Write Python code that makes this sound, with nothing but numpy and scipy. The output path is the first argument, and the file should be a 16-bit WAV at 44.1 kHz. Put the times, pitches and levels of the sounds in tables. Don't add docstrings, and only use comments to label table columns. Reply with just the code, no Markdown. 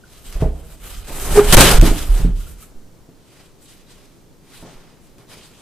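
import sys
import numpy as np
from scipy import signal
from scipy.fft import rfft, irfft
from scipy.io import wavfile
from scipy.ndimage import uniform_filter1d

SR = 44100
rng = np.random.default_rng(int(sys.argv[2]) if len(sys.argv) > 2 else 0)


def file_out(sig):
    cols = np.atleast_2d(sig).T
    lim = np.clip(cols, -1, 1)
    pcm = np.round(lim * 32767).astype(np.int16)
    wavfile.write(sys.argv[1], SR, pcm)


N = 247401
TIME = np.arange(N) / SR
HZ = np.maximum(np.arange(N // 2 + 1) * SR / N, 1)


def undb(db):
    return 10 ** (np.asarray(db) / 20)

def decay(t, t60):
    return np.exp(-np.log(1000) * t / t60)

def along_hz(points):
    hz, value = np.transpose(points)
    return np.interp(np.log(HZ), np.log(hz), value)

def along_time(rows):
    times, *columns = np.transpose(rows)
    return [np.interp(TIME, times, column, left=-120, right=-120) for column in columns]

def add(out, start_s, piece):
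    i = int(start_s * SR)
    out[..., i:i + piece.shape[-1]] += piece[..., :N - i]

def band(x, lo_hz, hi_hz, order=2):
    out = signal.sosfilt(signal.butter(order, [lo_hz, hi_hz], "band", fs=SR, output="sos"), x)
    return out / np.atleast_2d(out).mean(axis=0).std()

def flicker(rate_hz):
    hold = int(SR / rate_hz)
    steps = np.repeat(rng.standard_normal(N // hold + 1), hold)
    return 1.16 * uniform_filter1d(uniform_filter1d(steps, hold), hold)[:N]

def grains(scatter_db):
    return rng.standard_normal(N) * undb(scatter_db * rng.exponential(size=N))

# frequency_hz, correlation
FRICTION_COHERENCE = [(50, 1), (300, 0.93), (700, 0.82), (1300, 0.67), (2600, 0.93), (4000, 0.34),
                      (6000, 0.16), (9000, 0.16), (14000, 0.065)]
def stereo_noise(spectrum, scatter_db, coherence=FRICTION_COHERENCE):
    correlation = np.clip(along_hz(coherence), -1, 1)
    mid = rfft(grains(scatter_db)) * np.sqrt(1 + correlation)
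    side = rfft(grains(scatter_db)) * np.sqrt(1 - correlation)
    out = irfft(undb(along_hz(spectrum)) * np.array([mid + side, mid - side]), N)
    return out / out.std()

# frequency_hz, density_db
ROOM_SPECTRUM = [(12, -10), (20, -0.5), (40, -13.5), (100, -14), (160, -11.5), (200, -15.5), (370, -17),
                 (700, -26.5), (1300, -32.5), (2600, -39), (6000, -38), (8500, -40), (12000, -42.5),
                 (14500, -42), (15500, -51)]
# frequency_hz, correlation
ROOM_COHERENCE = [(50, 0.33), (400, 0.78), (900, 0.55), (2500, 0.36), (5000, 0.61), (8000, .3),
                  (14000, .15)]
def room_tone(level_db=-48):
    return undb(level_db + 0.75 * flicker(4.3)) * stereo_noise(ROOM_SPECTRUM, .3, ROOM_COHERENCE)

def hallway(source, t60_s=0.63, level_db=-13.5):
    t = TIME[:SR // 2]
    common, apart = band(rng.standard_normal((2, len(t))), 90, 8200) * decay(t, t60_s) * (t > .004)
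    response = np.array([common + 0.24 * apart, common - 0.49 * apart]) / np.sqrt((common ** 2).sum())
    return undb(level_db) * signal.fftconvolve(source[None], response, axes=1)[:, :N]

# centre_s, pitch_hz, peak_db, length_s
PINGS = [(.041, 1480, -39.5, 0.0066), (0.274, 8300, -45, 0.022), (0.844, 1417, -53, 0.033),
         (2.416, 1410, -52, 0.017), (2.474, 1384, -46, 0.012), (2.632, 1305, -51, 0.017)]
def pings():
    out = np.zeros(N)
    for centre_s, pitch_hz, peak_db, length_s in PINGS:
        envelope = undb(peak_db) * np.exp(-(2 * (TIME - centre_s) / length_s) ** 2)
        out += envelope * np.sin(2 * np.pi * pitch_hz * TIME)
    return out

def tufts(noise, depth_db):
    out = 0
    for hz in 1100 * 2 ** np.arange(0, 4, 1 / 3):
        third = signal.butter(1, [hz, hz * 2 ** (1 / 3)], "band", fs=SR, output="sos")
        out = out + signal.sosfilt(third, noise) * undb(depth_db * flicker(35))
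    return out

# frequency_hz, density_db
BOARD_SPECTRUM = [(47, -36), (80, -5.5), (151, -2.5), (310, -8.5), (396, -4.5), (464, -7.5), (627, -9.5),
                  (735, -8.5), (2500, -20), (3250, -43), (5500, -120)]
def rubbing(spectrum, hiss_db, board_db, air_db, scatter_db, judder_db):
    hair = tufts(stereo_noise(spectrum, scatter_db), 2 * judder_db)
    hiss = band(hair, 1500, 8200, order=1)
    air = band(hair, 6460, 17000) * undb(air_db)
    board = stereo_noise(BOARD_SPECTRUM, 1.9) * undb(board_db + judder_db * flicker(30))
    return undb(hiss_db + judder_db * flicker(110)) * (hiss + air + board)

def strokes(rows):
    peak_s, hiss_db, rise_s, fade_s, *colours = np.transpose(rows)[:, :, None]
    envelopes_db = hiss_db - 20 * np.maximum((peak_s - TIME) / rise_s, (TIME - peak_s) / fade_s)
    loudest = envelopes_db.argmax(axis=0)
    return [envelopes_db.max(axis=0)] + [uniform_filter1d(db[loudest, 0], SR // 50) for db in colours]

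# frequency_hz, density_db
PAW_SPECTRUM = [(880, -1), (1500, -5), (3330, -3), (4680, -3.5), (8630, -6.5), (13000, -13.5), (15300, -19)]
# peak_s, hiss_db, rise_s, fade_s, board_share_db, air_share_db
SWISHES = [(3.41, -52, 0.33, 0.18, -2, -8), (3.63, -54.5, 0.044, 0.34, -19, 0.5),
           (3.71, -48.5, .15, 0.19, -16, -6.5), (3.91, -51.5, 0.096, 0.42, -4.5, -10),
           (4.05, -57, 0.26, .15, 0, -4), (4.55, -46.5, 0.12, 0.26, -4, -6),
           (4.66, -50, 0.079, 0.4, 6, -13), (5.05, -59, .12, 0.23, -8, -4), (5.19, -57, 0.033, .2, 5, -8),
           (5.31, -45, 0.045, 0.46, -2.5, -7), (5.38, -49, .1, 0.31, 6.5, -6), (5.6, -54, 0.24, .2, -2, -6)]
def paw_swishes():
    return rubbing(PAW_SPECTRUM, *strokes(SWISHES), scatter_db=0.4, judder_db=1.4)

# time_s, level_db
CREAK_LEVELS = [(1.345, -32), (1.36, -8.5), (1.37, -16.5), (1.376, -1), (1.397, 3.5), (1.403, -10.5),
                (1.415, -6.5), (1.44, -19.5), (1.5, -28)]
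def creak(pitch_hz=412.6):
    level_db, = along_time(CREAK_LEVELS)
    phase = 2 * np.pi * np.cumsum(pitch_hz * (1 + 0.0099 * flicker(150))) / SR
    tone = np.sin(phase) + 0.11 * np.sin(2 * phase)
    grit = 0.11 * band(rng.standard_normal(N), 220, 1100) * (1 + np.sin(phase))
    return undb(level_db + 0.86 * flicker(120)) * (tone + grit)

# frequency_hz, density_db
FUR_SPECTRUM = [(710, -29.5), (1200, 0), (1760, -4.5), (1860, -8), (2070, -4.5), (2250, -6), (3000, -3),
                (4900, -5), (8340, -4.5), (10700, -8.5), (11900, -6), (13600, -11), (15300, -19)]
# time_s, hiss_db
DRAG_LEVELS = [(.8, -55), (.865, -42), (.97, -43), (1.04, -50), (1.085, -40.5), (1.29, -33.5),
               (1.385, -24.5), (1.42, -34), (1.46, -30.5), (1.52, -22), (1.53, -10.5), (1.548, -8),
               (1.558, -23.5), (1.578, -9.5), (1.6, -13.5), (1.615, -10.5), (1.64, -12), (1.71, -16),
               (1.78, -26.5), (1.8, -45), (1.82, -33), (1.875, -24), (1.94, -38.5), (2.02, -35),
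               (2.07, -42), (2.2, -39), (2.26, -46.5), (2.34, -62)]
# time_s, board_share_db, air_share_db
DRAG_COLOUR = [(.8, -2, 0.5), (.97, -7.5, -5.5), (1.1, 1.5, -4), (1.2, -2, 0), (1.27, 0.5, -2),
               (1.39, 9, 0), (1.5, -1.5, -3), (1.56, 4, -3), (1.65, 2, -8), (1.8, 6.5, -7.5),
               (1.95, 0.5, -1.5), (2.15, 0.5, -2.5), (2.34, 6.5, -6)]
# peak_s, hiss_db, rise_s, fade_s, board_share_db, air_share_db
BRUSHES = [(.14, -50, 0.15, 0.39, -7.5, -7), (.27, -44.5, 0.1, 0.29, -4.5, -3),
           (.33, -44, .1, 0.21, -3, -5), (.415, -43.5, 0.062, 0.11, 9.5, -7.5),
           (.6, -54, 0.26, 0.41, 0.5, -2), (.72, -48, 0.2, .15, -4, -1),
           (2.405, -46.5, 0.12, .25, -11, -2.5), (2.48, -48, .15, 0.13, -3.5, 2),
           (2.63, -47.5, 0.11, 0.074, -17.5, 0.5)]
def fur_on_rim():
    drag = along_time(DRAG_LEVELS) + along_time(DRAG_COLOUR)
    brush = strokes(BRUSHES)
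    hiss_db, board_db, air_db = np.where(drag[0] > brush[0], drag, brush)
    return rubbing(FUR_SPECTRUM, hiss_db, board_db, air_db, scatter_db=2.0, judder_db=1.42)

# start_s, level_db
SCRAPES = [(0.326, -32), (0.4069, -41), (1.085, -32), (1.199, -26), (1.246, -31), (1.5254, -0.5),
           (1.5688, 0.5), (1.6078, 7.5), (1.8134, -13), (1.9816, -21.5), (1.991, -26), (2.1775, -31),
           (5.183, -46), (5.2987, -46)]
def scrapes(catch_t60_s=0.0053, burst_t60_s=0.068):
    envelope, t = np.zeros(N), TIME[:SR // 2]
    shape = 0.77 * decay(t, catch_t60_s) + 0.38 * decay(t, burst_t60_s)
    for start_s, level_db in SCRAPES:
        add(envelope, start_s, undb(level_db) * shape)
    return envelope * stereo_noise(FUR_SPECTRUM, scatter_db=2.7)

# frequency_hz, level_db, t60_s
SHEET_MODES = [(70.5, -13.5, 0.5), (132.3, -6.5, 0.3), (167.7, 3.5, 0.22), (226.8, -8.5, 0.23),
               (255.2, -5, 0.19), (303.4, 1, 0.13), (344.6, -13.5, 0.15), (423.6, -1.5, 0.1),
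               (559, -4.5, 0.061), (658, -4.5, 0.24), (762, -22, 0.13), (890, -10.5, 0.094),
               (1040, -10.5, 0.12), (1330, -16.5, 0.12), (1590, -20, .08)]
# start_s, peak_db, contact_ms, t60_ratio
KNOCKS = [(0.362, -24.5, 0.57, 0.65), (0.408, -35, 1.2, 0.8), (0.423, -2, 1.29, 0.84),
          (1.105, -23.5, 0.98, 1), (1.291, -22.5, 3, 0.67), (1.526, -7.5, 0.44, 0.76),
          (1.577, 4, 1.6, 0.61), (1.6, -3, 1.3, 0.64), (1.825, 5.5, 2.23, 0.37), (1.914, -7.5, 0.91, 0.5),
          (2.197, -17, 2.8, 0.63), (2.247, -5.5, 2.55, 0.7), (3.089, -33.5, 1.4, 0.39),
          (4.627, -27, 0.47, 0.97), (4.654, -32.5, 0.93, 0.78), (5.182, -39, 0.82, 0.8),
          (5.372, -34, 0.68, 0.62)]
def knocks():
    out, t = np.zeros(N), TIME[:SR // 2]
    mode_hz, mode_db, t60_s = np.transpose(SHEET_MODES)[:, :, None]
    scatter = rng.standard_normal((len(KNOCKS), 2, len(SHEET_MODES), 1))
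    for (start_s, peak_db, contact_ms, t60_ratio), (weight, detune) in zip(KNOCKS, scatter):
        envelopes = undb(mode_db + 4.15 * weight) * decay(t, t60_ratio * t60_s)
        ring = (envelopes * np.sin(2 * np.pi * mode_hz * (1 + 0.017 * detune) * t)).sum(axis=0)
        rattle = undb(-2.5) * band(rng.standard_normal(len(t)), 120, 710) * decay(t, t60_ratio * 0.26)
        force = np.hanning(int(contact_ms * SR / 1000) + 2)
        blow = signal.fftconvolve(ring + rattle, force)[:len(t)]
        add(out, start_s, undb(peak_db) * blow / np.abs(blow).max())
    return out

# time_s, level_db
WOBBLE_LEVELS = [(0, -58), (.2, -51), (.45, -35), (.65, -37), (.75, -44), (.95, -33), (1.2, -35.5),
                 (1.32, -22), (1.55, -18.5), (1.8, -15), (2.0, -29), (2.3, -25.5), (2.5, -34), (2.65, -52),
                 (2.9, -56)]
def wobble():
    level_db, = along_time(WOBBLE_LEVELS)
    mid = band(rng.standard_normal(N), 18, 52)
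    side = band(rng.standard_normal(N), 22, 130)
    return undb(level_db + 2.5 * flicker(12)) * np.array([mid + 0.18 * side, mid - 0.23 * side])

# start_s, level_db, direction (+1 out, -1 in), frequency_hz, t60_s
HEAVES = [(0.262, -25.5, 1, 29, 0.62), (0.353, -2.5, -1, 34, 0.1), (0.403, -7.5, -1, 63.6, 0.43),
          (0.438, -6.5, -1, 32.6, 0.313), (1.111, -22, 1, 20, 0.99), (1.324, -6.5, -1, 25, 0.41),
          (1.491, 1, 1, 13, 0.15), (1.545, 9.5, -1, 15.2, 0.18), (1.572, 1.5, 1, 44.5, 0.25),
          (1.654, -4, -1, 32, 0.16), (1.741, 12.5, 1, 15, 0.069), (1.783, 13.5, 1, 33.8, 0.18),
          (1.85, -9, -1, 20.4, 0.6), (1.904, 5, 1, 24.7, 0.14), (2.09, 0.5, 1, 35, 0.43),
          (2.231, 1.5, 1, 38.5, 0.24), (2.299, -5, 1, 34.5, 0.35), (2.741, -26, 1, 6.3, 0.55),
          (4.584, -33, 1, 24, 0.33), (4.75, -29.5, 1, 16, 0.28)]
def heaves(onset_s=0.075):
    out, t = np.zeros(N), TIME[:SR // 2]
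    for start_s, level_db, direction, frequency_hz, t60_s in HEAVES:
        envelope = undb(level_db) * (1 - decay(t, onset_s)) * decay(t, t60_s)
        add(out, start_s, direction * envelope * np.sin(2 * np.pi * frequency_hz * t))
    return out

def scene():
    swings = (wobble() + heaves()) * undb([[-1.5], [.7]])
    struck = pings() + knocks()
    room = room_tone()
    rubbed = fur_on_rim() + paw_swishes() + scrapes()
    creaked = creak() * undb([[-.8], [.8]])
    reverberation = hallway(struck + .8 * rubbed.mean(axis=0))
    return room + reverberation + creaked + rubbed + struck + swings

def record(dry, cutoff_hz=15400):
    clipped = dry / (1 + np.abs(dry) ** 12) ** (1 / 12)
    low_pass = signal.ellip(8, .2, 60, cutoff_hz, fs=SR, output="sos")
    return np.clip(signal.sosfilt(low_pass, clipped), -1, 1)


dry = scene()
out = record(dry)
file_out(out)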